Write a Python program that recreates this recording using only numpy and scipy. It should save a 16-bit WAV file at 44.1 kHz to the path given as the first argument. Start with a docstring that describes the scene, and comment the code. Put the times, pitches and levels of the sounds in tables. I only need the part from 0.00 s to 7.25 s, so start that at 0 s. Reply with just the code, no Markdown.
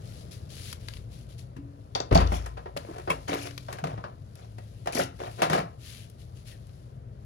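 """In a workshop with a low hum, a loaded plastic tool case lands on a concrete floor, close to the microphone.
Blows are noise bursts with a ringing shell, then a looser rattle; landings, lid, latch and panels ring as modes.
Dragging is noise shaped by random slips, with crushed grit; sandal slaps and steel tools clack as short modes.
Someone moves nearby: cloth rustles as filtered friction, dry ticks crack and a sole squeaks on a sagging note."""
import sys
import numpy as np
from scipy import signal
from scipy.fft import rfft, irfft, next_fast_len
from scipy.io import wavfile
from scipy.ndimage import map_coordinates

SR = 44100
rng = np.random.default_rng(int(sys.argv[2]) if len(sys.argv) > 2 else 0)


def store_wav(level_fs):
    """Save 16-bit WAV to argv[1]."""
    pcm = np.round(np.clip(np.atleast_2d(level_fs), -1, 1) * 32767)
    wavfile.write(sys.argv[1], SR, pcm.T.astype(np.int16))


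N = 319725
TOP_HZ = 16000  # upper band limit of the microphone
TIME = np.arange(N) / SR  # seconds through the scene
RING = np.arange(SR // 2) / SR  # seconds through one short sound

# Ringing modes of the case's shell. Each row: frequency in Hz, relative level in dB, t60 in seconds.
SHELL_MODES = [(263.6, -27.5, 0.25), (373, -29.5, 0.12), (471, -25, 0.17), (567.4, -20, 0.073),
               (703.6, -30, 0.1), (1014, -29, 0.27), (1316, -28.5, 0.13), (1476, -25.5, 0.085),
               (1740, -33, 0.085), (1900, -20, 0.1), (2245, -29.5, 0.16), (2370, -27.5, 0.08),
               (2690, -22, 0.17)]
# Colour of the struck or rubbed plastic. Each row: frequency in Hz, relative level in dB per Hz.
PLASTIC_COLOUR = [(40, -31), (90, -27), (160, 3.5), (230, -11.5), (450, -3), (750, 2.5), (1100, -5),
                  (2200, -10), (4500, -17), (6500, -19.5), (8500, -23.5), (11500, -27.5), (15500, -42)]


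def amp(db):
    """Decibels to gain."""
    return 10 ** (np.asarray(db) / 20)


def unit(x):
    """Scale to rms 1."""
    return x / np.sqrt(np.mean(x ** 2) + 1e-20)


def fade(t, t60):
    """Exponential decay, 60 dB down at t60."""
    return np.exp(-np.log(1000) * t / t60)


def along(points, hz):
    """Read a curve of (Hz, value) points on a log frequency axis."""
    f, v = np.transpose(points)
    return np.interp(np.log(hz + 1), np.log(f + 1), v)


def wobble(rate):
    """A smooth random curve, rate knots a second."""
    knots = rng.standard_normal(int(N * rate / SR) + 4)
    return map_coordinates(knots, [TIME * rate])


def add(track, s, sound):
    """Mix a sound into the track from time s."""
    start = round(s * SR)
    part = sound[..., :N - start]
    track[:, start:start + part.shape[-1]] += part


def colour(x, points, band=(20, TOP_HZ), tilt=((1000, 0),)):
    """Causal filter; before the tilt, white noise of rms 1 comes out with rms 1 inside the band."""
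    size = 2 * next_fast_len(x.shape[-1] // 2 + 4096)
    hz = np.fft.rfftfreq(size, 1 / SR)
    gain = amp(along(points, hz))
    in_band = (hz > band[0]) * (hz < band[1])
    gain = gain / np.sqrt(np.mean(gain ** 2 * in_band))
    gain = gain * amp(along(tilt, hz))
    # folding the cepstrum onto positive time gives the filter minimum phase
    cepstrum = irfft(np.log(gain)) * (1 + np.sign(size // 2 - np.arange(size)))
    cepstrum[0] /= 2
    response = np.exp(rfft(cepstrum))
    return irfft(rfft(x, size) * response, size)[..., :x.shape[-1]]


def ring(modes, t, scatter_db, detune=0):
    """Damped modes along two paths, each at a new strength and phase; a changing grip can shift their pitch."""
    hz, db, t60 = np.transpose(modes)[:, :, None]
    hz = hz * (1 + detune * rng.standard_normal(hz.shape))
    strength = amp(db + scatter_db * rng.standard_normal((2, len(modes), 1)))
    phase = 2 * np.pi * rng.random((2, len(modes), 1))
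    return np.sum(strength * np.sin(2 * np.pi * hz * t + phase) * fade(t, t60), axis=1)


def push(modes, t, rise):
    """Damped modes set swinging from rest."""
    swing = sum(amp(db) * np.sin(2 * np.pi * hz * t) * fade(t, t60) for hz, db, t60 in modes)
    return swing * (1 - np.exp(-t / rise))


def friction(rate, spread_db, life, smooth):
    """Tiny slips of uneven size at random moments, over a smooth share of rubbing."""
    struck = rng.random(N) < rate / SR
    slips = struck * amp(spread_db * rng.standard_normal(N)) ** 2
    power = np.abs(signal.fftconvolve(slips, fade(RING, life) ** 2)[:N])
    envelope = np.sqrt(power / power.mean() + smooth)
    return unit(envelope * rng.standard_normal((2, N)))


def stroke(s, length, swell_db, attack, release):
    """A movement speeds up over a share of its length, swells or eases while it lasts, then dies away."""
    gone = np.clip((TIME - s) / length, 0, 1)
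    speed = np.sin(np.pi / 2 * np.minimum(gone / attack, 1)) ** 2
    stopping = fade(np.maximum(TIME - s - length, 0), release)
    return speed * amp(swell_db * (gone - .5)) * stopping


def hum(waver_db=6.5, drift=0.74):
    """A low machine rumble of coloured noise with a few tones wavering in level and phase."""
    # Colour of the rumble. Each row: frequency in Hz, relative level in dB per Hz.
    rumble_colour = [(20, -32), (35, -5), (48, -5.5), (75, 1), (110, 5.5), (160, -4.5), (280, -18),
                     (620, -17.5), (1100, -30), (2000, -37.5), (4500, -46.5), (11000, -55.5), (15500, -69)]
    # Strength of the rumble. Each row: time in seconds, level in dB.
    rumble_levels = [(0, -38.5), (1, -41.5), (2, -44), (4, -43.5), (6, -44.5), (7.25, -43)]
    # Tones in the hum. Each row: frequency in Hz, level in dB about which it wavers.
    drone_tones = [(57, -53.5), (100, -64), (108, -57), (124, -53)]
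    seconds, level_db = np.transpose(rumble_levels)
    strength = amp(np.interp(TIME, seconds, level_db))
    out = strength * colour(rng.standard_normal((2, N)), rumble_colour)
    for hz, db in drone_tones:
        level = amp(db + waver_db * wobble(3.03))
        out = out + level * np.sin(2 * np.pi * hz * TIME + drift * wobble(2.7))
    return out


def workshop(x):
    """The room's answer: a tail of noise, 10 ms behind the source, that dies sooner in the treble."""
    # Decay of the room. Each row: frequency in Hz, t60 in seconds.
    room_decay = [(100, 0.38), (500, 0.36), (2500, 0.28), (6000, 0.21), (14000, 0.15)]
    hz, t, z = signal.stft(rng.standard_normal((2, SR)), SR, nperseg=256)
    decayed = z * fade(t, along(room_decay, hz)[:, None])
    tail = signal.istft(decayed, SR, nperseg=256)[1]
    tail = np.pad(tail, ((0, 0), (SR // 100, 0)))
    return signal.fftconvolve(x, tail / np.linalg.norm(tail[0]), axes=1)[:, :N]


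def clothes(level_db=-1, fold_hz=2900, stir_db=-66.5, stir_waver_db=3, release_s=0.18):
    """Fabric brushes on fabric with each movement; soft folds sound lower than taut cloth."""
    # Colour of taut cloth. Each row: frequency in Hz, relative level in dB per Hz.
    cloth_colour = [(300, -25), (1200, -9.5), (2000, -5.5), (3000, -0.5), (4500, 2), (6500, -3.5),
                    (8500, -7), (11000, -7.5), (13000, -16.5), (15500, -21)]
    # Brushes of cloth on cloth. Each row: start in seconds, length in seconds, relative rustle level in dB,
    # swell from start to end in dB, share of the length spent speeding up (0-1), share of soft folds (0-1).
    brushes = [(0.026, .2, -57.5, 2.5, 0.19, 0), (0.306, 0.056, -48.5, -12.5, 0.28, .05),
               (0.487, 0.22, -45, 9, 0.094, 0.1), (0.792, 0.18, -54.5, 8, 0.076, 0.5),
               (1.092, 0.15, -56, -16, 0.37, .25), (1.278, 0.052, -57.5, 0, 0.44, 0.4),
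               (1.368, 0.021, -55, 14, 1, 0), (2.756, 0.92, -59, -1, 0.042, .05),
               (4.584, 0.31, -69, 0, 0.15, 0.9), (5.098, 0.293, -55.5, 9, 0.39, .5),
               (5.776, 0.27, -43, -22, 0.68, 0.6), (6.176, 0.037, -59, 6, .6, .55),
               (6.33, 0.07, -60, 0, 0.59, 0.6), (6.444, 0.081, -47, -9, 0.6, 0.7)]
    tight = amp(stir_db + stir_waver_db * wobble(3.82))  # cloth never lies quite still
    loose = 0
    for s, length, db, swell_db, attack, soft in brushes:
        brush = amp(db) * stroke(s, length, swell_db, attack, release_s)
        tight = tight + (1 - soft) * brush
        loose = loose + soft * brush
    fibres = friction(rate=900, spread_db=3, life=.006, smooth=1.2)
    taut = colour(fibres, cloth_colour)
    folded = colour(fibres, cloth_colour, tilt=[(1000, -1), (fold_hz, 4), (5000, -4), (11000, -1)])
    return amp(level_db) * (tight * taut + loose * folded)


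def squeak(sag_hz_per_s=5000, life=0.014, rough=0.9):
    """Rubber of a sole catches on the concrete in a rough note that sags as it slows."""
    # The one squeak: start in seconds, starting frequency in Hz, level in dB.
    sole_squeak = (6.51, 2000, -55)
    s, hz, db = sole_squeak
    t = RING[:SR // 6]
    out = np.zeros((2, N))
    phase = 2 * np.pi * np.cumsum(hz - sag_hz_per_s * t) / SR + rough * wobble(400)[:len(t)]
    swell = t / life * np.exp(1 - t / life)  # peaks at life, in seconds
    add(out, s, amp(db) * swell * np.sin(phase))
    return out


def ticks(t60=0.025, level_db=2):
    """Short bright cracks of decaying noise with no body."""
    # Small dry ticks. Each row: start in seconds, relative level in dB, snap from 9 kHz up in dB.
    dry_ticks = [(.728, -31.5, 2.5), (.885, -31.5, -3.5), (0.937, -40, -4), (.969, -41.5, -16),
                 (1.951, -30.5, -23), (2.773, -28.5, -4), (3.472, -35, -8), (3.509, -38.5, -8),
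                 (3.578, -29.5, -5.5), (3.729, -40.5, 7), (4.355, -50, 6.5), (4.924, -42, 8),
                 (6.099, -57, 13), (6.669, -59, 5), (6.694, -57, -6)]
    # Colour of a tick. Each row: frequency in Hz, relative level in dB per Hz.
    tick_colour = [(200, -10), (900, -0.5), (1500, -0.5), (3000, 1.5), (5000, 2), (8500, -9.5),
                   (12000, -8.5), (15500, -28)]
    out = np.zeros((2, N))
    for s, db, snap_db in dry_ticks:
        crack = rng.standard_normal((2, len(RING))) * fade(RING, t60)
        snapped = colour(crack, tick_colour, (1500, 6000), [(4000, 0), (9000, snap_db)])
        add(out, s, amp(db + level_db) * snapped)
    return out


def grains(rate, centre_hz, spread, cycles, size_db):
    """Grit crushed underneath: brief pings of scattered pitch and size, each dying over a number of cycles."""
    draw = rng.standard_normal((int(rate * N / SR), 2))
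    start = rng.integers(0, N, len(draw))[:, None]
    hz = np.clip(centre_hz * np.exp(spread * draw[:, :1]), 800, 14000)
    step = np.arange(SR // 100)
    turns = hz * step / SR
    size = amp(size_db * np.clip(draw[:, 1:], -2, 2))
    pings = size * np.sin(2 * np.pi * turns) * fade(turns, cycles)
    return unit(np.bincount((start + step).ravel(), pings.ravel(), N)[:N])


def sliding(scrape_db=-4.0, hiss_db=-3, crackle_db=2, peak_db=5, width_hz=22):
    """Slips on the concrete shake the shell, while grit crackles and hisses under it."""
    # Shoves of the case over the floor. Each row: start in seconds, length in seconds,
    # relative scrape level in dB, relative grit hiss level in dB, swell from start to end in dB.
    shoves = [(2.24, 0.21, -47.5, -60, -6), (2.318, 0.032, -50, -45.5, 6.5), (2.74, 0.26, -47.5, -97, 14.5),
              (3.092, 0.033, -35, -70, -13), (3.272, 0.069, -31, -46, 6), (3.362, .12, -43.5, -47, -2.5),
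              (3.683, 0.12, -49, -63, -7), (3.848, 0.27, -49.5, -79, -21), (4.345, .1, -56, -68, 3.5),
              (4.916, 0.096, -33, -39, 8), (5.183, 0.091, -37.5, -68, 2), (5.37, 0.065, -37.5, -73, 15.5),
              (5.5, 0.09, -27.5, -54.5, 2.5)]
    # Colour of the grit hiss. Each row: frequency in Hz, relative level in dB per Hz.
    grit_colour = [(1000, -44), (3000, -11), (5500, 12.5), (8500, 0), (11000, 2.5), (13000, -9),
                   (15500, -13)]
    scrape, hiss = np.zeros((2, N))
    for s, length, push_db, grit_db, swell_db in shoves:
        shove = stroke(s, length, swell_db, attack=0.22, release=0.13)
        scrape = scrape + amp(push_db) * shove
        hiss = hiss + amp(grit_db) * shove
    slips = friction(rate=300, spread_db=3.5, life=.011, smooth=.2)
    hz = np.geomspace(100, 4000, num=400)
    # the slipping noise is lifted around each mode of the shell
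    resonances = sum(peak_db / (1 + ((hz - mode[0]) / width_hz) ** 2) for mode in SHELL_MODES)
    shaken = colour(slips, np.column_stack([hz, resonances]))
    body_tilt = [(150, -5.0), (350, 2), (550, 0.5), (800, 0), (3000, -6.0), (8000, -8)]
    body = colour(shaken, PLASTIC_COLOUR, (400, 1500), body_tilt)
    crackle = np.array([grains(rate=750, centre_hz=3400, spread=.42, cycles=40, size_db=4.5)
                        for path in range(2)])
    rubbed_grit = friction(rate=270, spread_db=5.5, life=0.055, smooth=0.21)
    grit = colour(rubbed_grit, grit_colour, (6500, 12500))
    # the crackle grows with both the pressure and the fine grit
    crunch = amp(crackle_db) * np.sqrt(scrape * hiss) * crackle
    return amp(scrape_db) * scrape * body + amp(hiss_db) * hiss * grit + crunch


def clacks():
    """Sandal slaps and shifting steel tools share a set of short bright modes, roughened by a fast chatter."""
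    # Bright clacks: the first three a sandal slapping the floor, the rest steel tools shifting in the case.
    # Each row: start in seconds, relative level in dB.
    bright_clacks = [(1.95, -24.5), (1.956, -30.5), (2.001, -32.5), (2.149, -24.5), (2.175, -26),
                     (2.268, -39), (5.427, -32)]
    # Modes of the clacks. Each row: frequency in Hz, relative level in dB, t60 in seconds.
    clack_modes = [(3496, 0.5, 0.047), (3820, -5, 0.056), (4360, -1.5, 0.039), (4600, 3.5, 0.054),
                   (4900, -2.5, 0.046), (5060, -6, 0.04), (5360, -18, .03), (5770, -2.5, 0.055),
                   (5900, -10, 0.053), (6600, -5.5, 0.04), (7200, -9.5, 0.053), (10400, -30.5, 0.013),
                   (11700, -37, .03)]
    out = np.zeros((2, N))
    for s, db in bright_clacks:
        chatter = .6 + .8 * wobble(700)[:len(RING)]
        add(out, s, amp(db) * chatter * ring(clack_modes, RING, scatter_db=2.0))
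    return out


def weight(partner_db=-4, panel_hz=150, panel_t60_s=0.23, panel_damping=0.8):
    """The loaded case booms on landing, lid and latch ring, and panels drum in clusters of close modes."""
    # The weight of the case landing. Each row: start in seconds, relative level in dB.
    landings = [(2.114, -17), (2.22, -26.5)]
    # Bumps that set the hollow lid humming. Each row: start in seconds, relative level in dB.
    lid_bumps = [(1.57, -43), (3.283, -35.5)]
    # The latch springing open. Each row: start in seconds, relative level in dB.
    latch_snaps = [(3.102, -22)]
    # Modes of the loaded case. Each row: frequency in Hz, relative level in dB, t60 in seconds.
    boom_modes = [(57.8, 3.5, 0.88), (84.5, 1.5, 0.62), (47, -8, 0.36)]
    # Modes of the lid. Each row: frequency in Hz, relative level in dB, t60 in seconds.
    lid_modes = [(283, -2, 0.83), (283, -6, 0.88), (332, -6.5, 0.57)]
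    # Modes of the latch. Each row: frequency in Hz, relative level in dB, t60 in seconds.
    latch_modes = [(1026, 8.5, 0.056), (1090, 0, 0.1), (1270, -15, 0.05), (2240, 2.5, 0.056),
                   (2415, -3, 0.088), (2640, 2.5, 0.071), (3260, -4, 0.076)]
    # Hollow drumming: the first goes with a sandal slap, the rest are panels flexing.
    # Each row: start in seconds, lowest note of the cluster in Hz, relative level in dB.
    drummings = [(1.958, 700, -20.5), (2.112, 123, -15.5), (2.114, 441, -17.5), (2.155, 675, -5),
                 (2.171, 171.6, -19.5), (2.318, 180.4, -28.5), (2.57, 448, -42), (2.657, 373, -35.5),
                 (2.764, 571, -24), (2.887, 327, -32.5), (3.076, 373, -26), (3.101, 158.5, -36),
                 (3.786, 1630, -37), (3.83, 147, -25), (3.931, 112.6, -26.5), (4.039, 1186, -33),
                 (4.951, 244, -26), (4.987, 371, -22.5), (4.992, 561.5, -16.5), (5.421, 686, -20),
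                 (5.504, 154.3, -26), (5.585, 160, -23.5)]
    out = np.zeros((2, N))
    for hits, modes in [(landings, boom_modes), (lid_bumps, lid_modes), (latch_snaps, latch_modes)]:
        for s, db in hits:
            add(out, s, amp(db) * push(modes, np.arange(SR) / SR, rise=0.0017))
    for s, hz, db in drummings:
        # higher notes die sooner
        t60 = panel_t60_s * (panel_hz / hz) ** panel_damping
        second = (hz * 1.09, partner_db, t60 * 1.04)
        third = (hz * 1.22, partner_db + 0.5, t60 * 0.73)
        add(out, s, amp(db) * push([(hz, 0, t60), second, third], RING, rise=1 / hz))
    return out


def plastic(x, bass_db, hard_db, crack_share=0.33):
    """The colour of a blow: hollow spots add bass, hard contacts add crack and snap."""
    crack_db = crack_share * hard_db  # part of the hardness that reaches down to 2-5 kHz
    tilt = [(280, bass_db), (520, 0), (1100, 0), (2200, crack_db), (5000, crack_db), (8000, hard_db)]
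    return colour(x, PLASTIC_COLOUR, (400, 1500), tilt)


def knocks(contact=0.85, contact_t60=0.0027, shell_db=-2, fall_rise=0.0049):
    """Each blow is a contact, a dense rattle and a modal ring; a heavier one has a stronger looser rattle after it."""
    # Blows: those at 1.952 and 2.002 s are the body of sandal slaps, the others fall on the case.
    # Each row: start in seconds, relative level in dB, hollow bass in dB, hardness in dB, rise in seconds.
    blows = [(1.563, -40, 24, -1, 0.0063), (1.952, -22.5, 2, -7, 0.0036), (2.002, -26.5, 6.5, -17, 0.0019),
             (2.11, -19, 14, -21, 0.0029), (2.124, -20, 13.5, -8, 0.0027), (2.151, -15.5, 10.5, -6, .002),
             (2.177, -17.5, -4, -11, 0.0047), (2.2, -18, 2, -7.5, 0.0079), (2.267, -38, 13, 1, 0.0033),
             (2.318, -22, 6.5, -22, 0.0029), (2.459, -32.5, -2, 4.5, 0.0032),
             (2.569, -28.5, -6, -15, 0.0082), (2.656, -29, -2, -24, 0.008), (2.764, -29.5, 3.5, 3, 0.0035),
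             (2.888, -37, 11, -40, 0.006), (2.98, -41.5, 11, 7, 0.0043), (3.074, -22, -7, -30, 0.0038),
             (3.1, -21.5, 3.5, 3, 0.0036), (3.279, -25.5, 6, -7, 0.0036), (3.684, -29.5, -8, -16, 0.00077),
             (3.724, -30.5, -7, 5, .0046), (3.785, -33.5, -18, -5, .001), (3.839, -26, 11, -5.5, .0012),
             (3.868, -30.5, 4, -4, 0.0041), (3.975, -32, 8, -24, 0.0047), (4.039, -26, -25, -25, 0.0016),
             (4.583, -41, 9, 0.5, 0.00091), (4.858, -35, 7.5, 0, 0.0017), (4.872, -24, -2, -3.5, 0.00093),
             (4.957, -27, -6, -6, 0.02), (4.991, -22.5, 14, 6, 0.021), (5.391, -29.5, 7, -11, .003),
             (5.419, -14.5, -1.5, -0.5, 0.0011), (5.497, -20, 2, -0.5, 0.0033),
             (5.531, -16.5, 4, -2.5, 0.00058), (5.579, -23.5, -7, -12, 0.0064)]
    rattle_t60_s = 0.06  # a buzz under every blow
    # a blow on the case throws the tools up and they fall back, later and longer
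    fall_delay_s, fall_t60_s = .008, .16
    fall_db, heavy_db = -4, -15.5  # extra level of the fall under a heavy blow; level of such a blow
    fall_growth = 0.53  # extra dB of fall per dB of blow
    fall_dull_db = -5.5  # the falling tools are cushioned by their seats
    out = np.zeros((2, N))
    for s, db, bass_db, hard_db, rise in blows:
        decay = fade(RING, rattle_t60_s) + contact * fade(RING, contact_t60)
        rattle = rng.standard_normal((2, len(RING))) * decay
        shell = amp(shell_db) * ring(SHELL_MODES, RING, scatter_db=2, detune=.01)
        blow = np.minimum(RING / rise, 1) * (rattle + shell)
        add(out, s, amp(db) * plastic(blow, bass_db, hard_db))
        fall = rng.standard_normal((2, len(RING))) * np.minimum(RING / fall_rise, 1) * fade(RING, fall_t60_s)
        fall_level = amp(db + fall_db + fall_growth * (db - heavy_db))
        add(out, s + fall_delay_s, fall_level * plastic(fall, 0, hard_db + fall_dull_db))
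    return out


def ports(paths):
    """The right port hears the left one's sound, shifted in phase and level, mixed with a path of its own."""
    # The two microphone ports. Each row: frequency in Hz, left lead in radians, left excess in dB,
    # coherence (0-1).
    port_differences = [(60, 0.5, 4.5, 1), (194, -0.43, 5.5, 0.91), (294, 0.5, 2, 0.85),
                        (515, 1.5, 4, 0.94), (830, 3, -2, 0.99), (1250, 4.5, 5.5, 0.66),
                        (1970, 6.5, 7.5, 0.36), (2750, 8.5, 10, 0.076), (4530, 8.5, 14.5, 0.21),
                        (6650, 5.5, 12.5, 0.22), (8470, 3, -1.5, 0.84), (9860, 1, 1, 0.78),
                        (13170, -2.5, -1, 1), (15700, -7, 5, 0.89)]
    size = next_fast_len(N + 4096)
    hz = np.fft.rfftfreq(size, 1 / SR)
    f, *cols = np.transpose(port_differences)
    lead, excess_db, alike = [np.interp(hz, f, c) for c in cols]
    left, other = rfft(paths, size)
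    mixed = alike * left + np.sqrt(1 - alike ** 2) * other
    right = mixed * amp(-excess_db) * np.exp(-1j * lead)
    return irfft(np.array([left, right]), size)[:, :N]


def scene():
    """The case and the small sounds around it, in the humming room."""
    handling = knocks() + clacks() + sliding()
    small = ticks() + clothes() + squeak()
    room = workshop(amp(-10.5) * handling + amp(-14) * small)
    return ports(handling + small + weight() + room + hum())


def record(dry, low_cut_hz=36, order=4):
    """The microphone rolls off the deepest bass and keeps nothing above its band limit."""
    low_cut = signal.butter(order, low_cut_hz, "high", fs=SR, output="sos")
    thinned = signal.sosfilt(low_cut, dry)
    size = next_fast_len(N + 4096)
    kept = np.fft.rfftfreq(size, 1 / SR) < TOP_HZ
    return irfft(rfft(thinned, size) * kept, size)[:, :N]


dry = scene()
out = record(dry)
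store_wav(out)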